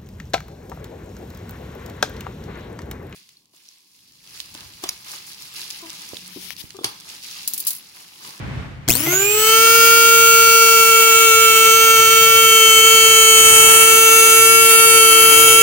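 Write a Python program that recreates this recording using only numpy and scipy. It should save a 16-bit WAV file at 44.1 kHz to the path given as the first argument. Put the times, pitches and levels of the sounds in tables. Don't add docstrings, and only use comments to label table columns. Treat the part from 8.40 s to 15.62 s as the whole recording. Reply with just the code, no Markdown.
import sys
import numpy as np
from scipy import signal
from scipy.fft import rfft, irfft
from scipy.io import wavfile

SR = 44100
rng = np.random.default_rng(int(sys.argv[2]) if len(sys.argv) > 2 else 0)


def wav_record(signal):
    frames = np.transpose(np.atleast_2d(signal))
    bounded = np.clip(frames, -1, 1)
    quanta = np.round(bounded * 32767).astype(np.int16)
    wavfile.write(sys.argv[1], SR, quanta)


N = 318402
TIME = np.arange(N) / SR

# share_of_speed, time_constant_s
RUN_UP_STAGES = [(.2926, .0455), (.5894, .2516)]
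# time_s, speed_hz
SPEED_LIMIT = [(1.32, 457.4), (1.55, 459.8), (2.21, 455.5), (2.4, 452.7), (3.04, 450.3), (3.16, 446.6),
               (3.55, 450.6), (3.5, 447.4), (3.95, 450), (4.38, 443.3), (4.5, 447.5), (5, 443.6),
               (5.5, 447.6), (6.5, 451.2), (6.68, 446.7), (7.17, 449.7)]
# time_s, place
PHONE_PATH = [(1.3, 0.099), (2.15, 0.053), (2.6, 0.23), (3.2, 0.23), (3.62, 0.15), (4.1, 0.4), (5.2, 0.85),
              (5.9, 1), (7.2, 1)]
# order, left_lead_rad,
# left_db, left_echo_gain, left_node_place, right_db, right_echo_gain, right_node_place
SHAFT_TONES = [(1, 0.45, -17, 0.47, 1.2, -19.5, 0.78, -.79), (3, 0.98, -16.8, 0.63, .8, -11, 0.34, 0.59),
               (5, 0.66, -30, 1, 0.98, -18, 0.2, 1.45), (6, -0.49, -18, .28, 0.13, -26.5, 0.78, 0.72),
               (7, 1.53, -16, 0.54, 0.07, -22, 0.31, .95)]
# order, first_left_db, first_right_db, second_left_db, second_right_db
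RATTLE_COMB = [(2, -33, -40, -37, -36), (4, -29, -34, -36, -29), (8, -31, -39, -29, -37),
               (9, -29, -44, -33, -36), (10, -22, -35, -26, -26), (11, -35, -40, -29, -31),
               (12, -29, -34, -37, -38), (13, -32, -24, -36, -39), (14, -23, -20, -19, -23),
               (15, -33, -29, -30, -24), (16, -33, -39, -31, -28), (17, -36, -31, -31, -34),
               (18, -31, -34, -32, -24), (19, -30, -34, -30, -23), (20, -33, -33, -30, -32),
               (21, -38, -40, -31, -30), (22, -28, -41, -26, -39), (23, -36, -42, -22, -44),
               (24, -31, -44, -33, -44), (25, -38, -47, -21, -45), (27, -40, -46, -29, -45),
               (28, -33, -45, -27, -48), (29, -35, -47, -30, -40), (30, -35, -45, -29, -36),
               (31, -29, -42, -32, -42), (32, -26, -32, -25, -39), (33, -29, -37, -34, -37),
               (34, -20, -41, -40, -42), (35, -40, -46, -29, -42)]
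# pitch_hz, left_db, right_db
BAR_RESPONSE = [(1000, -32, -39), (2630, -25, -30), (4880, -31, -39), (6150, -44, -31), (6880, -30, -12),
                (7070, -39, -16.5), (7880, -40, -17.5), (8070, -41, -28), (8000, -46, -47)]
# order, centre_hz, width_hz, left_db,
# right_db
AIR_RESONANCES = [(4, 1535, 180, -28.5, -22.5), (6, 2130, 330, -40, -22.5), (6, 2460, 150, -41, -14),
                  (7, 3110, 108, -19.5, -18)]
# start_s, end_s, order, left_db, right_db
SQUEAL_CUES = [(0.99, 1.87, 11, -23, -29), (1.045, 1.847, 12, -24, -34), (4.05, 5.504, 15, -31.5, -18),
               (4.6, 5.65, 19, -45, -15), (4.7, 7.6, 24, -15.5, -45)]
# start_s, end_s, strength
RASP_CUES = [(0.94, 1.543, 0.25), (4.902, 5.55, 0.72), (6.75, 7.5, 0.65)]
# frequency_hz, first_left_db, first_right_db, second_left_db, second_right_db
RUSH_SPECTRA = [(110, -69, -69, -64, -67), (300, -67, -69, -61, -63), (560, -76, -80, -68, -71),
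                (1000, -69, -69, -63, -64), (1400, -61, -57, -62, -59), (1750, -63, -63, -61, -63),
                (2900, -55, -54, -54, -55), (3900, -63, -70, -69, -68), (5200, -63, -64, -67, -68),
                (6500, -60.5, -59, -59.5, -57), (9000, -62, -66, -60.5, -61.5), (11500, -58, -72, -54, -71),
                (15000, -52, -65, -54, -62)]
# start_s, level_db
KNOCK_CUES = [(0.487, -30), (.497, -39), (0.663, -26.5), (0.725, -29.5)]
# pitch_hz, t60_s, level_db
HOUSING_MODES = [(141, 0.37, 1.5), (320, 0.055, 13.5), (647, 0.041, 8), (890, 0.032, -19), (2070, 0.05, 8),
                 (3200, 0.022, 2)]
# frequency_hz, relative_db
ROOM_SPECTRUM = [(15, -48), (25, -23), (54, -3), (129, 2.5), (168, -7), (286, -13.5), (344, -19),
                 (650, -23), (2190, -25), (14000, -59)]

ON_S, MAINS_HZ, MAINS_ZERO_S = .478, 60, .4833
LOOSE_S, LOOSEN_S, KNOCK_SEATED_DB, RUSH_SEATED_DB = .93, .1, -22.5, -2.5
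UNBALANCE_SLOPE_DB, KNOCK_SLOPE_DB, RUSH_SLOPE_DB = 38, 34, 26


def shaft_speed(free_hz=466.2):
    running_s = np.maximum(TIME - ON_S, 0)
    shortfall = sum(share * np.exp(-running_s / tau) for share, tau in RUN_UP_STAGES)
    return np.clip(free_hz * (1 - shortfall), 1, automation(SPEED_LIMIT))


def rotor_whine(angle, hz, place, unbalance_db, knock_db, detour_m=.096):
    out = np.zeros((2, N))
    for order, lead, *sides in SHAFT_TONES:
        force_db = (unbalance_db if order == 1 else knock_db) + .5 * drift(45)
        phase = order * angle + drift(.7)
        for ear, (db, echo, node) in enumerate([sides[:3], sides[3:]]):
            wavelengths = order * hz * detour_m * (place - node) / 343
            standing_wave = np.abs(1 - echo * np.exp(2j * np.pi * wavelengths))
            out[ear] += undb(db + force_db) * standing_wave * np.cos(phase + lead * (1 - ear))
    return np.sqrt(2) * out


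def bearing_rattle(angle, place, knock_db, pulse, trim_db=-.2):
    out = np.zeros((2, N))
    for order, *db in RATTLE_COMB:
        force_db = (knock_db + trim_db) * min(.13 + order / 16, 1)
        screech = 1 + .8 * min(order / 24, 1) ** 2 * (-1) ** round(order) * pulse
        smear = 2 * drift(.99)
        for ear in range(2):
            placed_db = db[ear] + place * (db[ear + 2] - db[ear])
            level_db = placed_db + force_db + drift(1.7) + drift(6.3)
            phase = order * (angle - ear * np.pi / 10) + smear + .5 * drift(2.052)
            out[ear] += undb(level_db) * screech * np.cos(phase)
    return np.sqrt(2) * out


def commutator(angle, hz, current, inrush, bars=18):
    pitch_hz, *sides = np.transpose(BAR_RESPONSE)
    level_db = np.array([np.interp(bars * hz, pitch_hz, side) for side in sides])
    tone = undb(level_db) * np.cos(bars * angle)
    overtones = sum(np.cos(k * bars * angle) * np.clip((SR / 2 - k * bars * hz) / 2000, 0, 1)
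                    for k in range(2, 7))
    depth = np.clip(2.2 * inrush - .2, 0, 1)
    bursts = 1 - depth + depth * 2.4 * current ** 4
    return np.sqrt(2) * bursts * (tone + stereo_gain(-23.5, -45) * overtones)


def cavity_bloom(angle, hz):
    out = 0
    for order, centre_hz, width_hz, left_db, right_db in AIR_RESONANCES:
        response = 1 / (1 + 2j * (order * hz - centre_hz) / width_hz)
        out += stereo_gain(left_db, right_db) * np.real(response ** 2 * np.exp(1j * order * angle))
    return out


def bearing_squeals(angle, pulse, fade_s=.42, pulse_depth=.32):
    out = 0
    for start, end, order, left_db, right_db in SQUEAL_CUES:
        envelope = spell(start, end, fade_s) * undb(drift(8))
        out += stereo_gain(left_db, right_db) * envelope * np.cos(order * angle + drift(1.7))
    return np.sqrt(2) * (1 + pulse_depth * pulse) * out


def brush_sparks(current, inrush):
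    spit = noise(hz=[100, 600, 2200, 4500, 7500, 10000, 15000], db=[-41, -45, -60, -49, -41.5, -55, -42])
    build_up = np.interp(TIME, [ON_S, ON_S + .009], [.05, 1])
    return spit * current ** 3.5 * inrush ** 2.6 * build_up


def brush_buzz(angle, current, overtones=35, points=2048):
    orders = np.arange(overtones + 1)
    phases = np.exp(2j * np.pi * rng.random(overtones + 1))
    wear = irfft(np.minimum(orders / 5, 1) * phases, points)
    under_brush = np.interp(angle / (2 * np.pi) % 1, np.arange(points) / points, wear)
    crests = current ** 6
    buzz = under_brush * (crests - crests.mean())
    return buzz / buzz.std()


def brush_rasp(angle, current, arcing, gain_db=-30, grit_db=-3):
    arcs = brush_buzz(angle, current) * undb(grit_db) + rng.standard_normal((2, N))
    bursts = 2 * arcs * current ** 5
    crackle = colour(bursts, hz=[200, 600, 1100, 2000, 5000], db=[-30, -27.5, -33, -36, -44])
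    return undb(gain_db) * arcing * crackle


def air_rush(angle, place, current, buzz_db=-2.5, throb_depth=.6):
    hz, *spectra = np.transpose(RUSH_SPECTRA)
    throb = (1 + throb_depth * np.cos(angle)) * undb(drift(40))
    layers = []
    for db in spectra:
        air = throb * rng.standard_normal(N)
        buzz = undb(buzz_db + .28 * drift(9.8)) * brush_buzz(angle, current)
        layers.append(colour(air + buzz, hz, db))
    first, second = np.reshape(layers, (2, 2, N))
    return mic_ports(np.sqrt(1 - place) * first + np.sqrt(place) * second, shared_hz=80)


def core_hum(angle, pulse, knock_db, place, inrush, arcing, hum_db=-49.5, inrush_db=-19.5, beat_db=-42):
    pull = undb(hum_db + 2 * place + 11 * arcing) + undb(inrush_db) * inrush ** 3
    octave = 2 * pulse ** 2 - 1
    core = pull * undb(1.2 * drift(12)) * (pulse + .55 * octave)
    beat = undb(beat_db + knock_db + 2 * drift(1.93)) * np.cos(angle - 4 * np.pi * MAINS_HZ * TIME)
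    sway = undb(1.2 * np.array([drift(1.83), drift(1.43)]))
    return np.sqrt(2) * (core + beat) * sway


def housing_knocks(contact_s=.012):
    t = TIME[:SR // 4]
    ring = sum(undb(db - 60 * t / t60) * np.cos(2 * np.pi * hz * t) for hz, t60, db in HOUSING_MODES)
    blows = np.zeros(N)
    for start, db in KNOCK_CUES:
        contact = rng.standard_normal(len(t)) * np.exp(-t / contact_s)
        blows[int(start * SR):][:len(t)] += undb(db) * contact / np.linalg.norm(contact)
    return signal.fftconvolve(blows, ring)[:N]


def workshop_rumble(opening_db=-36, duck_db=-11):
    rumble = mic_ports(noise(*np.transpose(ROOM_SPECTRUM)), shared_hz=350)
    level_db = opening_db + np.interp(TIME, [.5, .8], [0, duck_db]) + 1.9 * drift(5)
    return rumble * undb(level_db) / np.std(rumble.mean(axis=0))


def mic_ports(pair, shared_hz):
    side_bass = signal.sosfilt(signal.butter(1, shared_hz, fs=SR, output="sos"), pair[0] - pair[1])
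    return pair + np.array([-side_bass, side_bass]) / 2


def undb(db):
    return 10 ** (np.asarray(db) / 20)


def stereo_gain(left_db, right_db):
    return undb([[left_db], [right_db]])


def automation(points):
    return np.interp(TIME, *np.transpose(points))


def spell(start, end, fade_s):
    return np.clip(np.minimum(TIME - start, end - TIME) / fade_s, 0, 1)


def drift(rate_hz):
    return 1.765 * np.interp(TIME * rate_hz, np.arange(8192), rng.standard_normal(8192))


def colour(x, hz, db):
    bins_hz = np.maximum(np.arange(N // 2 + 1) * SR / N, 1)
    gain = undb(np.interp(np.log(bins_hz), np.log(hz), db)) * np.sqrt(SR / 2)
    return irfft(rfft(x) * gain, N)


def noise(hz, db):
    return colour(rng.standard_normal((2, N)), hz, db)


def scene(ripple_rad=.025, jitter_rad=.008, sputter_db=5, rush_trim_db=-2.5, rush_arcing_db=3.5):
    hz = shaft_speed()
    place = np.clip(automation(PHONE_PATH), 0, 1)
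    current = np.abs(np.sin(2 * np.pi * MAINS_HZ * (TIME - MAINS_ZERO_S)))
    pulse = 2 * current ** 2 - 1
    arcing = sum(strength * spell(start, end, fade_s=.17) for start, end, strength in RASP_CUES)
    inrush = np.clip(1 - hz / 480, 0, 1)
    decades = np.log10(hz / np.median(hz))
    seated = np.exp(-np.maximum(TIME - LOOSE_S, 0) / LOOSEN_S)
    knock_db = KNOCK_SLOPE_DB * decades + KNOCK_SEATED_DB * seated
    rush_db = rush_trim_db + RUSH_SLOPE_DB * decades + RUSH_SEATED_DB * seated + rush_arcing_db * arcing
    play = jitter_rad * drift(300) + .024 * drift(40)
    angle = 2 * np.pi * np.cumsum(hz) / SR + ripple_rad * pulse + play
    tones = rotor_whine(angle, hz, place, UNBALANCE_SLOPE_DB * decades, knock_db)
    tones += bearing_rattle(angle, place, knock_db, pulse) + bearing_squeals(angle, pulse)
    tones += commutator(angle, hz, current, inrush) + cavity_bloom(angle, hz)
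    motor = tones * undb(sputter_db * inrush * drift(130))
    motor += core_hum(angle, pulse, knock_db, place, inrush, arcing)
    motor += undb(rush_db) * air_rush(angle, place, current)
    motor += brush_sparks(current, inrush) + brush_rasp(angle, current, arcing)
    switch = np.clip((TIME - ON_S) / .0025, 0, 1)
    return switch * motor + housing_knocks() + workshop_rumble()


def record(dry, low_cut_hz=38, high_cut_hz=15800):
    thinned = signal.sosfilt(signal.butter(2, low_cut_hz, "high", fs=SR, output="sos"), dry)
    clipped = np.clip(thinned, -1, 1)
    return signal.sosfilt(signal.ellip(12, .1, 70, high_cut_hz, fs=SR, output="sos"), clipped)


dry = scene()
out = record(dry)
wav_record(out)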